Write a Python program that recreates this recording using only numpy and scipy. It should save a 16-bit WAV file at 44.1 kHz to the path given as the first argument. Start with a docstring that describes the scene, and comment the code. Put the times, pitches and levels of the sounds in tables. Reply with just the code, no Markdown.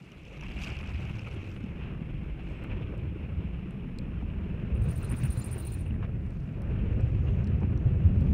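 """From the start a thin roar, noise shaped by the microphone's resonance, and a close rustle of grains and snaps.
A far solid rocket motor climbs into the night: noise and thumps of a few cycles make a lumpy, growing rumble.
Dull knocks, three squeaks (1.0-1.6 s), then swishes and ticks are tones, noise bands and struck resonances.
A katydid's wing resonances rasp one phrase (4.7-6 s) over hiss, a buzz of high partials and short sine pips.
Swishes, ticks and knocks return as the rumble grows to the end; faint even hiss and two whines never stop."""
import sys
import numpy as np
from scipy import signal
from scipy.io import wavfile
from scipy.ndimage import uniform_filter1d

SR = 44100
rng = np.random.default_rng(int(sys.argv[2]) if len(sys.argv) > 2 else 0)


def wav_out(sig):
    """Save sig, one row per channel (or a flat mono array), as 16-bit PCM at SR to the path in sys.argv[1]."""
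    wavfile.write(sys.argv[1], SR, np.round(np.clip(np.atleast_2d(sig).T, -1, 1) * 32767).astype(np.int16))


N = 367353
TIME = np.arange(N) / SR

# Upper limits of the three lower frequency ranges of the rumble: f/Hz
RANGE_TOPS_HZ = 60, 125, 260
# Range levels of the jet noise: t/s, then level/dB of 60-125 Hz, below 60 Hz, 125-260 Hz, above 260 Hz
RUMBLE_LEVELS = [(0, -52, -61, -50.5, -58.5), (0.3, -51.5, -50, -51, -54), (0.5, -45, -39, -41.5, -51),
                 (0.9, -34, -41.5, -42, -53.5), (1.4, -39.5, -47, -44, -48), (1.9, -39, -40.5, -40, -50.5),
                 (2.4, -44.5, -38, -43, -50), (2.8, -35.5, -39.5, -42.5, -45.5),
                 (3.3, -37.5, -42.5, -39, -49), (3.8, -42.5, -41.5, -39, -51),
                 (4.3, -36.5, -36.5, -38.5, -48.5), (4.65, -37, -38, -37, -47), (4.8, -30, -38, -38.5, -47),
                 (5.3, -35, -36.5, -37.5, -47.5), (5.55, -36, -43, -43, -47.5),
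                 (5.95, -31.5, -35, -38.5, -49), (6.45, -37.5, -39, -38.5, -51.5),
                 (6.8, -30, -31.5, -35.5, -43), (7.1, -25.5, -30.5, -41.5, -45),
                 (7.5, -26, -37, -32.5, -46), (7.9, -25.5, -32, -35, -43.5), (8.33, -25.5, -30, -29, -44.5)]
# Spectral density of the jet noise: f/Hz, relative level/dB
RUMBLE_SPECTRUM = [(13, -36), (22, -10), (59, 0.5), (102, -7.5), (185, -4.5), (212, -13.5), (256, -18.5),
                   (395, -25.5), (462, -28), (900, -57.5), (1170, -70.5), (1980, -120)]
# Heaviest pressure lumps: centre t/s, peak level/dB, f/Hz
THUMPS = [(0.566, -36, 305), (0.683, -38, 226), (0.719, -38, 381), (0.893, -37, 66.4), (1.05, -30, 157),
          (1.109, -30, 159), (1.367, -34, 310), (1.643, -25.5, 210), (2.021, -28.5, 188),
          (2.148, -28.5, 140), (2.23, -30, 185), (2.264, -37, 360), (2.759, -27, 47.3), (2.821, -27, 134),
          (2.916, -38, 269), (3.085, -27.5, 93), (3.161, -32, 340), (3.389, -23, 80), (3.45, -25.5, 180),
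          (3.661, -32.5, 318), (4.234, -29, 228), (4.459, -28, 189), (4.743, -19.5, 62), (4.809, -24, 55),
          (4.829, -21, 110), (4.882, -21.5, 149), (5.107, -23.5, 59.8), (5.14, -26, 222),
          (5.247, -19, 124.7), (5.301, -23, 77.4), (5.381, -22, 105), (5.561, -33, 388), (5.96, -29, 58.4),
          (6.048, -27, 112), (6.744, -38, 320), (6.837, -24, 189), (6.982, -27.5, 226), (7.041, -17.5, 109),
          (7.2, -22.5, 57), (7.304, -38, 396), (7.316, -26, 54), (7.625, -30.5, 381), (7.644, -27, 219),
          (7.765, -35, 350), (7.872, -16, 112), (7.932, -16, 113), (8.065, -10.5, 85), (8.106, -23.5, 211),
          (8.184, -15, 99)]
THUMP_CYCLES = 4.03
THUMP_TAKEOVER = 0.45   # share of its range's noise that a thump replaces at its crest (0-1)
RUMBLE_EVENNESS, LUMP_S = 0.46, 0.062   # share of the noise's own lumps removed (0-1), averaging length
GROWL_FLICKER_DB = 1.5   # the top range follows the roar's flicker
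STEEPENING_S = 0.0015   # advance of a crest of amplitude 1


def rumble(flicker, lumps_db):
    """Nonlinear propagation: jet noise after miles of air steepens, as crests travel faster than troughs."""
    ranges = np.zeros((4, N))
    white = rng.standard_normal((2, N))
    for hz, band in bands(white, RUMBLE_SPECTRUM, patchy_db=2.5, patch_rate=5.1):
        ranges[np.searchsorted(RANGE_TOPS_HZ, hz)] += band

    deep_db, ground_db, chest_db, growl_db = in_time(RUMBLE_LEVELS)
    growl_db = growl_db + lumps_db + GROWL_FLICKER_DB * flicker
    levels_db = [ground_db, deep_db, chest_db, growl_db]   # from the lowest range up
    ranges = [from_db(level_db) * evened(part, RUMBLE_EVENNESS, LUMP_S)
              for level_db, part in zip(levels_db, ranges)]

    thumps, taken = np.zeros(N), np.zeros((4, N))
    for centre, peak_db, hz in THUMPS:
        length = THUMP_CYCLES / hz
        turn = np.arange(round(length * SR)) * hz / SR
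        swell = np.sin(np.pi * turn / THUMP_CYCLES) ** 2
        wave = np.sin(2 * np.pi * (turn + rng.random()))
        add(thumps, centre - length / 2, from_db(peak_db) * swell * wave)
        add(taken[np.searchsorted(RANGE_TOPS_HZ, hz)], centre - length / 2, swell)

    noise_share = 1 - np.clip(THUMP_TAKEOVER * taken, 0, 1)
    pressure = thumps + np.sum(ranges * noise_share, axis=0)
    return np.interp(TIME + STEEPENING_S * pressure, TIME, pressure)


# Level of the roar: t/s, level/dB of the upper half, level/dB of the lower half relative to the upper
ROAR_LEVELS = [(0, -60.5, -2), (0.16, -60.5, -4), (0.4, -54.5, -4.5), (0.56, -50.5, -4.5), (0.63, -41, -4),
               (0.76, -49.5, -3.5), (1.1, -52, -1.5), (1.5, -56, -2), (1.95, -58, 0), (2.35, -58, -2),
               (2.75, -55, 0), (3.0, -58.5, 0.5), (3.9, -60, 0.5), (4.7, -58, 2), (5.2, -58.5, 5.5),
               (5.65, -60.5, 4), (5.95, -63, 3), (6.42, -65.5, 4.5), (6.8, -56.5, 1.5), (7.3, -59.5, 1.5),
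               (7.7, -60.5, 3), (8.3, -60.5, 2.5)]
# Spectral density of the roar: f/Hz, relative level/dB
ROAR_SPECTRUM = [(520, -2), (640, -1.5), (1000, -4), (1300, -3), (1800, -6), (2330, 1), (2940, -2.5),
                 (3700, -20.5), (4300, -21.5), (5200, -28)]
# Brief Gaussian flares (positive) and dips (negative): centre t/s, level change/dB, half-width t/s (to 1/e)
FLARES = [(.14, 4, 0.018), (0.433, 4.5, 0.035), (0.635, -6, 0.023), (1.27, 6, 0.0091), (1.382, 3, 0.025),
          (1.59, -2.5, 0.012), (1.848, 5, 0.052), (2.398, 5.5, 0.0098), (2.473, 7, 0.0049),
          (2.552, 3, 0.013), (2.647, 6, 0.0057), (2.717, 4, 0.017), (2.824, 5, .012), (3.24, 4, 0.012),
          (5.032, 4.5, 0.016), (5.13, 4, .02), (5.25, 4.5, 0.022), (5.56, 3.5, 0.029), (6.039, 11, 0.02),
          (7.29, 4.5, 0.021), (7.65, 2.5, 0.047), (7.895, 1.5, .015), (8.055, 3.5, 0.014)]
ROAR_SPLIT_HZ, ROAR_FLICKER_DB = 1900, 1.18
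MIC_HZ, MIC_WIDTH_HZ, MIC_EDGE_HZ = 2690, 480, 3350   # the resonance and the steep fall above it
MIC_DB, MIC_FLUTTER_DB = 9, 1.2   # resonance gain over the direct noise, and its chance variation


def roar(flicker, lumps_db):
    """Resonant transduction: the upper half of the noise excites the microphone's resonance."""
    upper_db, lower_db = in_time(ROAR_LEVELS)
    flares_db = sum(db * np.exp(-((TIME - s) / half_width) ** 2) for s, db, half_width in FLARES)
    halves = np.zeros((2, N))
    white = rng.standard_normal((2, N))
    for hz, band in bands(white, ROAR_SPECTRUM, patchy_db=1.1, patch_rate=12.0):
        halves[int(hz > ROAR_SPLIT_HZ)] += band

    lower = from_db(lower_db + lumps_db) * rms_one(halves[0])
    mic_gain = from_db(MIC_DB + MIC_FLUTTER_DB * drift(45.0))
    ringing = mic_gain * resonance(halves[1], MIC_HZ, MIC_WIDTH_HZ)
    upper = rms_one(dulled(halves[1] + ringing, leak_db=-6.0))
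    return from_db(upper_db + flares_db + ROAR_FLICKER_DB * flicker) * (lower + upper)


# Level of the rustle: t/s, level/dB
RUSTLE_LEVELS = [(0, -75), (.4, -70.5), (.58, -67), (.63, -54), (.74, -68.5), (1.3, -69.5), (1.46, -72),
                 (1.51, -70), (1.58, -75), (1.9, -88), (2.35, -88), (2.52, -76), (2.76, -102), (5.9, -100),
                 (6.4, -78.5), (6.75, -95), (7.1, -77.5), (7.38, -82.5), (7.68, -97.5), (8.33, -76)]
# Spectral density of rustle and hiss: f/Hz, relative level/dB
RUSTLE_SPECTRUM = [(2120, -30.5), (3600, 1.5), (5440, -5.5), (6500, -4.5), (12000, -17.5), (13700, -27),
                   (15000, -27.5)]
RUSTLE_ROUGH_DB, HISS_ROUGH_DB = 2.2, -0.6   # the hiss varies less, and against the grains
HISS_DB, HISS_FOLLOWS = -64, 0.71   # level at full effort; share of the effort's swing
HISS_FADE_S = 0.08


def rustle_and_hiss(flicker):
    """Amplitude modulation: dense grains roughen the rustle; a smoother hiss lies under the katydid."""
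    white = rng.standard_normal((2, N))
    noise = sum(band for hz, band in bands(white, RUSTLE_SPECTRUM, patchy_db=2.5, patch_rate=30.0))
    grains = flicker + 0.49 * drift(300.0)
    roughness = rms_one(from_db(RUSTLE_ROUGH_DB * (grains + drift(200.0))))
    rustle = from_db(in_time(RUSTLE_LEVELS)[0]) * roughness

    effort_db, = in_time(PHRASE)
    singing = faded(PHRASE[0][0], PHRASE[-1][0], HISS_FADE_S)
    swing_db = HISS_FOLLOWS * (effort_db - effort_db.max())
    hiss = singing * from_db(HISS_DB + swing_db + HISS_ROUGH_DB * grains)
    return (rustle + hiss) * rms_one(noise)


# Resonances of the lesser snaps: f/Hz
SMALL_SNAP_HZ = 2700, 4400, 4900, 5400, 5560, 6400
SMALL_SNAPS_PER_S, SMALL_SNAP_DB, SMALL_SNAP_WIDTH_HZ = 370, -6, 1700   # level re the rustle


def small_snaps():
    """Random impulse excitation: each lesser snap strikes one of a few resonances, following the rustle."""
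    struck = rng.random(N) < SMALL_SNAPS_PER_S / SR
    clicks = struck * from_db(4.5 * np.minimum(rng.exponential(1, N), 3))
    dealt = rng.integers(0, len(SMALL_SNAP_HZ), N)
    rings = sum(twice_resonant(clicks * (dealt == k) + 1e-18, hz, SMALL_SNAP_WIDTH_HZ)
                for k, hz in enumerate(SMALL_SNAP_HZ))
    return from_db(in_time(RUSTLE_LEVELS)[0] + SMALL_SNAP_DB) * rms_one(rings)


# Snaps in the rustle: t/s, peak level/dB of the ring, ring f/Hz
SNAPS = [(0.1183, -53, 5720), (0.2516, -54, 5340), (0.4094, -49, 5660), (0.436, -51, 5340),
         (0.482, -54, 5570), (0.5188, -52, 4930), (0.587, -48, 5150), (0.602, -55, 4700),
         (0.616, -45, 4400), (0.6225, -47, 4750), (0.636, -41.5, 5400), (0.643, -42, 5000),
         (0.672, -45, 4680), (0.7014, -47, 5400), (0.72, -49, 5000), (0.733, -53, 5000), (0.751, -53, 4440),
         (0.767, -48, 4900), (0.789, -48, 5200), (0.8107, -52, 4900), (0.8735, -51, 4740),
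         (0.893, -53, 5260), (0.937, -55, 5000), (0.944, -54, 5300), (0.979, -56, 4600), (1.031, -58, 4520),
         (1.0522, -53, 5220), (1.1547, -53, 4960), (1.186, -53, 5400), (1.193, -47, 5070),
         (1.21, -57, 5770), (1.312, -54, 5450), (1.319, -60, 5600), (1.505, -55, 5200), (1.515, -56, 5600),
         (1.639, -61, 5300)]
JOLT_DB = 7.5   # peak of the microphone's resonance above that of the ring


def snaps():
    """Transient excitation: a narrow ring over a broad click jolts the microphone's resonance."""
    out = np.zeros(N)
    for s, peak_db, hz in SNAPS:
        ring = burst(hz, width_hz=1000, t60=0.0097)
        click = 0.31 * burst(8200, width_hz=8000, t60=0.0066)
        add(out, s, from_db(peak_db) * (ring + click))
        add(out, s, from_db(peak_db + JOLT_DB) * burst(MIC_HZ, MIC_WIDTH_HZ, t60=0.021))
    return out


# Bright ticks close by: touch t/s, reference level/dB, then level/dB of each of four rings re the reference
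TICKS = [(2.5011, -56, -16, -15, -11, -18), (2.6389, -45, -15, -23, -16, -7),
         (2.9781, -46, -18, -19, -15, -16), (3.708, -43, -25, -26, -17, -12),
         (3.7652, -64, -14, -10, -18, -20), (3.9862, -30.5, -9, -29, -17, -19),
         (6.264, -47, -20, -19, -16, -18), (6.3061, -47, -14, -17, -12, -25),
         (6.4038, -58, -14, -4, -19, -20), (6.6191, -36.5, -25, -20, -19, -17),
         (7.0075, -47, -14, -12, -11, -26), (7.0792, -55, -15, -14, -17, -25),
         (7.4429, -39, -17, -13, -20, -37), (7.4716, -39, -14, -15, -20, -38),
         (7.5646, -55, -9, -16, -20, -25), (7.605, -55, -17, -8, -21, -24),
         (7.7756, -42.5, -12, -11.5, -26, -37), (8.2087, -38.5, -21, -21, -19, -17.5),
         (8.2864, -59, -16, -18, -15, -18), (7.4742, -40, -14, -17, -21, -38)]
# The four rings of a tick: f/Hz, bandwidth f/Hz
TICK_RINGS = [(4100, 970), (5450, 1200), (7900, 1800), (10500, 4500)]
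TICK_T60_S, TICK_STRIKE = 0.0045, 3.6   # decay of the exciting noise; blow re that noise
TICK_LAG_S = 0.00057   # the rings answer a moment after the touch


def ticks():
    """Modal superposition: one touch sounds four broad, quickly damped rings of alternating sign."""
    out = np.zeros(N)
    for s, peak_db, *rings_db in TICKS:
        for k, (ring_db, (hz, width_hz)) in enumerate(zip(rings_db, TICK_RINGS)):
            gain = (-1) ** k * from_db(peak_db + ring_db)
            add(out, s + TICK_LAG_S, gain * burst(hz, width_hz, TICK_T60_S, TICK_STRIKE))
    return out


# Dull knocks close by: t/s, level/dB before dulling, centre f/Hz, bandwidth f/Hz, T60 of the exciting noise t/s
KNOCKS = [(.437, -37.5, 2600, 900, .025), (0.665, -37, 2600, 900, .025), (1.564, -37.5, 2630, 900, .02),
          (4.224, -42, 740, 500, 0.025), (5.124, -36.5, 2300, 1200, 0.011), (5.141, -37, 2550, 900, 0.009),
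          (5.235, -37, 2200, 1600, 0.0096), (5.243, -48, 2500, 1200, .015), (5.863, -46, 2840, 450, .005),
          (5.9078, -40, 2750, 420, 0.004), (5.942, -41, 1200, 1600, .008), (6.027, -39, 850, 1000, 0.018),
          (6.032, -43, 1500, 1800, 0.018), (6.041, -40, 800, 900, 0.018), (6.047, -48, 2000, 1800, 0.018),
          (6.053, -45, 1900, 1800, 0.01), (7.615, -36.5, 600, 500, 0.068), (7.632, -36.5, 900, 500, 0.046)]


def knocks():
    """Impact excitation: a strong blow on a lower resonance, with little passing above the microphone's."""
    out = np.zeros(N)
    for s, peak_db, hz, width_hz, t60 in KNOCKS:
        add(out, s, from_db(peak_db) * dulled(burst(hz, width_hz, t60, strike=8.0), leak_db=-24))
    return out


# Effort of the katydid's phrase, before the wing's own gains: t/s, level/dB
PHRASE = [(4.75, -52.5), (4.89, -36.5), (4.96, -37), (5.06, -36.5), (5.3, -32.5), (5.51, -32.5),
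          (5.72, -35.5), (5.8, -42), (5.93, -66)]
# Wing strokes within a syllable: start t/s, length t/s
STROKES = [(0, .0175), (.017, .022)]
# Wing resonances, lower on the first stroke: f/Hz, bandwidth f/Hz, level/dB first stroke, level/dB second stroke
WING = [(8720, 290, -3, -15), (9060, 490, -7, -6.5), (9160, 170, 0, -10), (9500, 390, -11, -1.5),
        (9770, 430, -10, -12), (10700, 900, -9.5, -9), (11740, 950, -15, -13), (13400, 1500, -21, -19)]
FIRST_SYLLABLE_S, SYLLABLE_PERIOD_S, SYLLABLE_COUNT = 4.745, 0.0693, 18
WING_FLOOR_HZ, WING_TOP_HZ = 8000, 14300   # the wing radiates little outside these
ECHO_DB, ECHO_T60_S, ECHO_HZ, ECHO_WIDTH_HZ = -12, 0.14, 9300, 2300   # foliage around the katydid


def katydid():
    """Stridulation: two wing strokes a syllable scrape the wing's resonances; foliage scatters echoes."""
    t, out = np.arange(5000) / SR, np.zeros(N)
    catch = from_db(3.6 * drift(500.0))   # the file's teeth catch unevenly
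    for s in FIRST_SYLLABLE_S + SYLLABLE_PERIOD_S * np.arange(SYLLABLE_COUNT):
        peak_db = np.interp(s, *np.transpose(PHRASE)) + rng.normal(0, 0.58)
        for stroke, (start, length) in enumerate(STROKES):
            u = np.clip((t - start) / length, 0, 1)
            effort = np.sin(np.pi * u ** 0.75) ** 1.3   # swells and dies within the stroke
            teeth = rng.standard_normal(len(t)) * effort / effort.max()
            for hz, width_hz, *levels_db in WING:
                gain = from_db(peak_db + levels_db[stroke] + rng.normal(0, 1.8))
                add(out, s, gain * resonance(resonance(teeth, hz, width_hz), hz, width_hz * 2))

    radiated = signal.butter(4, [WING_FLOOR_HZ, WING_TOP_HZ], "band", fs=SR, output="sos")
    out = signal.sosfilt(radiated, out)
    t = np.arange(6000) / SR
    scatter = rng.standard_normal(len(t)) * from_db(-60 * t / ECHO_T60_S)
    foliage = resonance(scatter, ECHO_HZ, ECHO_WIDTH_HZ)
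    foliage = foliage / np.sqrt(np.sum(foliage ** 2))
    return out * catch + from_db(ECHO_DB) * signal.fftconvolve(out, foliage)[:N]


# Spells of the thin buzz: start t/s, end t/s, level/dB
BUZZ_SPELLS = [(4.825, 4.875, -74), (4.895, 4.95, -72), (4.97, 5.025, -70), (5.135, 5.285, -70),
               (5.31, 5.43, -70), (5.45, 5.49, -70), (5.51, 5.76, -69)]
# Partials of the buzz: multiple of the pulse rate, relative level/dB
BUZZ_PARTIALS = [(124, -15), (125, -5), (126, -7), (127, -6), (128, 0), (129, -6), (130, -7), (131, -7)]
BUZZ_PULSE_HZ, BUZZ_FADE_S = 120, 0.011
BUZZ_HISS_DB, BUZZ_HISS_HZ, BUZZ_HISS_WIDTH_HZ = -4, 15300, 650   # breath around the partials


def buzz():
    """Fourier synthesis: neighbouring high harmonics of a pulse rate beat together, a little rough."""
    tone = sum(from_db(level_db) * np.cos(2 * np.pi * k * BUZZ_PULSE_HZ * TIME + 0.3 * (k - 128) ** 2)
               for k, level_db in BUZZ_PARTIALS)
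    level = sum(from_db(db) * faded(start, end, BUZZ_FADE_S) for start, end, db in BUZZ_SPELLS)
    breath = twice_resonant(rng.standard_normal(N), BUZZ_HISS_HZ, BUZZ_HISS_WIDTH_HZ)
    mixed = rms_one(rms_one(tone) + from_db(BUZZ_HISS_DB) * rms_one(breath))
    return level * from_db(3.0 * drift(150.0)) * mixed


# Short pips: start t/s, f/Hz, level/dB
PIPS = [(4.912, 4210, -73), (4.975, 4170, -72), (5.07, 4150, -74), (5.335, 4130, -75), (5.65, 4200, -71),
        (5.7, 4140, -72), (5.0, 4150, -70), (5.038, 4140, -65), (5.235, 4200, -70), (5.304, 4120, -65),
        (5.36, 4100, -64), (5.365, 7181, -68), (5.41, 7181, -61), (5.414, 4130, -65), (5.48, 4130, -73),
        (5.54, 4200, -73), (5.62, 4100, -64), (5.672, 4130, -63), (5.722, 7181, -66), (5.73, 4140, -66),
        (5.79, 4140, -81)]
PIP_S, PIP_GLIDE_HZ = 0.025, 25   # length; spread of the chance slide to either side


def pips():
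    """Gated sinusoids: short tones slide a little by chance under an arched envelope, roughened."""
    t, out = np.arange(round(PIP_S * SR)) / SR, np.zeros(N)
    envelope = np.sqrt(np.sin(np.pi * t / PIP_S))
    for s, hz, level_db in PIPS:
        glide_hz = PIP_GLIDE_HZ * rng.normal() * (t / PIP_S - 1)
        tone = np.sin(2 * np.pi * (hz + glide_hz) * t)
        add(out, s, np.sqrt(2) * from_db(level_db) * envelope * tone)
    return out * from_db(3.0 * drift(120.0))


# Three squeaks, each a pitch curve: t/s, f/Hz, level/dB
SQUEAKS = [
    [(1.03, 9800, -85), (1.06, 10250, -84), (1.1, 10400, -85), (1.14, 9800, -88)],
    [(1.22, 10700, -88), (1.26, 11100, -86), (1.29, 11300, -86), (1.31, 11000, -88)],
    [(1.48, 10900, -85), (1.51, 12000, -85), (1.55, 11450, -84), (1.605, 9600, -85)],
]
SQUEAK_WAVER_HZ = 50


def squeaks():
    """Frequency modulation: three faint near-pure tones rise and fall with a wavering pitch."""
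    out = np.zeros(N)
    for rows in SQUEAKS:
        hz, level_db = in_time(rows)
        fade = faded(rows[0][0], rows[-1][0], 0.012)
        gain = np.sqrt(2) * from_db(level_db + 3.5 * drift(120.0))
        cycles = np.cumsum(hz + SQUEAK_WAVER_HZ * drift(150.0)) / SR
        out += fade * gain * np.sin(2 * np.pi * cycles)
    return out


# Faint airy swishes: start t/s, end t/s, f/Hz, bandwidth f/Hz, level/dB at the crest
SWISHES = [(7.15, 7.5, 6450, 300, -83), (7.72, 7.92, 6150, 600, -84), (6.2, 6.33, 9800, 600, -87),
           (2.45, 2.7, 8000, 700, -86)]


def swishes():
    """Narrow-band filtering: bands of noise swell and fade."""
    white, out = rng.standard_normal(N), np.zeros(N)
    for start, end, hz, width_hz, level_db in SWISHES:
        swell = np.sin(np.pi * np.clip((TIME - start) / (end - start), 0, 1))
        out += from_db(level_db) * rms_one(twice_resonant(white, hz, width_hz)) * swell
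    return out


# Spectral density of the background hiss: f/Hz, relative level/dB
AIR_SPECTRUM = [(2650, -33.5), (4500, -2.5), (5420, -3), (6770, -6), (7870, -1), (12700, -4), (15000, -17)]
AIR_DB = -84
# Faint steady whines: f/Hz, rms level/dB
WHINES = [(5238, -94), (10508, -101)]


def air():
    """Stationary noise: the even hiss of the night and the preamplifier, with two thin whines."""
    white = rng.standard_normal((2, N))
    hiss = sum(band for hz, band in bands(white, AIR_SPECTRUM, patchy_db=0.3, patch_rate=20))
    whines = sum(np.sqrt(2) * from_db(level_db) * np.sin(2 * np.pi * hz * TIME) for hz, level_db in WHINES)
    return from_db(AIR_DB) * rms_one(hiss) + whines


def from_db(db):
    """Logarithmic level: decibels to amplitude gain."""
    return 10 ** (np.asarray(db) / 20)


def rms_one(x):
    """Normalisation by power: scale to rms 1."""
    return x / np.sqrt(np.mean(x ** 2) + 1e-20)


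def in_time(rows):
    """Linear interpolation: the columns of a curve at every sample."""
    s, *columns = np.transpose(rows)
    return [np.interp(TIME, s, column) for column in columns]


def faded(start, end, fade_s):
    """Linear gating: 1 between two times, with ramps inside them."""
    return np.clip(np.minimum(TIME - start, end - TIME) / fade_s, 0, 1)


def add(out, s, sound):
    """Superposition: mix a short sound in at time s."""
    i = round(s * SR)
    out[i:i + len(sound)] += sound[:N - i]


def drift(rate):
    """Low-pass random process: noise through two one-pole filters with corner `rate` in Hz, rms 1."""
    r = np.exp(-40 * np.pi * rate / SR)   # computed at every 20th sample
    slow = signal.lfilter([1], [1, -2 * r, r * r], rng.standard_normal(N // 20 + 4002))[4000:]
    return np.interp(np.arange(N) / 20, np.arange(len(slow)), rms_one(slow))


def resonance(x, hz, width_hz):
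    """Damped oscillator: a two-pole resonance with gain 1 at its peak."""
    r = np.exp(-np.pi * width_hz / SR)
    numerator = np.array([1, 0, -1]) * (1 - r * r) / 2
    return signal.lfilter(numerator, [1, -2 * r * np.cos(2 * np.pi * hz / SR), r * r], x)


def twice_resonant(x, hz, width_hz):
    """Cascaded resonance: the same oscillator twice in series gives steeper skirts."""
    return resonance(resonance(x, hz, width_hz), hz, width_hz)


def bands(white, spectrum, patchy_db, patch_rate):
    """Third-octave analysis: yields (f/Hz, band), each band with its own level and flicker."""
    hz_points, db_points = np.transpose(spectrum)
    octaves = np.log2(min(hz_points[-1], 16000) / hz_points[0])
    edges = hz_points[0] * 2 ** np.arange(0, octaves + 1 / 3, 1 / 3)
    for k, (low, high) in enumerate(zip(edges, edges[1:])):
        hz = np.sqrt(low * high)
        band_pass = signal.butter(2, [low, high], "band", fs=SR, output="sos")
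        band = signal.sosfilt(band_pass, white[k % 2])   # neighbours take different noises
        level_db = np.interp(np.log(hz), np.log(hz_points), db_points)
        yield hz, band * from_db(level_db + patchy_db * drift(patch_rate))


def evened(x, share, seconds):
    """Envelope compression: take part of a noise's own swell out, so that the level curve leads."""
    length = round(seconds * SR)
    swell = uniform_filter1d(uniform_filter1d(x * x, length), length)
    return rms_one(x / (swell + 1e-12) ** (np.clip(share, 0, 1) / 2))


def dulled(x, leak_db):
    """Low-pass response: little passes above the microphone's resonance, save a leak of the whole."""
    low = signal.sosfilt(signal.butter(5, MIC_EDGE_HZ, fs=SR, output="sos"), x)
    return low + from_db(leak_db) * x


def burst(hz, width_hz, t60, strike=0):
    """Struck resonance: a blow and a dying puff of noise, twice through one resonance, peak 1."""
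    t = np.arange(4000) / SR
    push = rng.standard_normal(4000) * from_db(-60 * t / max(t60, 0.002)) + strike * (t == 0)
    puff = twice_resonant(push, hz, width_hz)
    return puff / np.abs(puff).max()


# Instants at which roar, rustle, hiss, snaps, ticks and knocks cut out: centre t/s
GAPS = [0.16, .382, .39, 0.421, .472, .48, .498, 0.586, 0.652, .658, 0.687, 0.826, 0.835, 0.93, 1.125,
        1.176, 1.226, 1.24, 1.436, 1.555]
GAP_S, GAP_DB = 0.0013, -24   # half-width (to 1/e) and depth of one gap
SHARED_LUMP_DB = 0.9   # growl and the roar's lower half swell together


def scene():
    """Superposition of sources: the far rocket plus the sounds near the microphone."""
    gaps = from_db(GAP_DB * sum(np.exp(-((TIME - s) / GAP_S) ** 2) for s in GAPS))
    flicker = drift(83.0) + 0.22 * drift(32.0)
    lumps_db = SHARED_LUMP_DB * drift(22.0)
    high_pass = signal.butter(2, 500, "high", fs=SR, output="sos")
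    touches = signal.sosfilt(high_pass, snaps() + ticks() + knocks())
    crackle = gaps * (roar(flicker, lumps_db) + rustle_and_hiss(flicker) + small_snaps() + touches)
    singers = katydid() + buzz() + pips() + squeaks()
    return (rumble(flicker, lumps_db) + crackle + singers + swishes() + air())[None]


CUTOFF_HZ = 15800


def record(dry):
    """Band limitation: a steep elliptic low-pass cuts the top."""
    return signal.sosfilt(signal.ellip(12, 0.5, 70, CUTOFF_HZ, fs=SR, output="sos"), dry)


dry = scene()
out = record(dry)
wav_out(out)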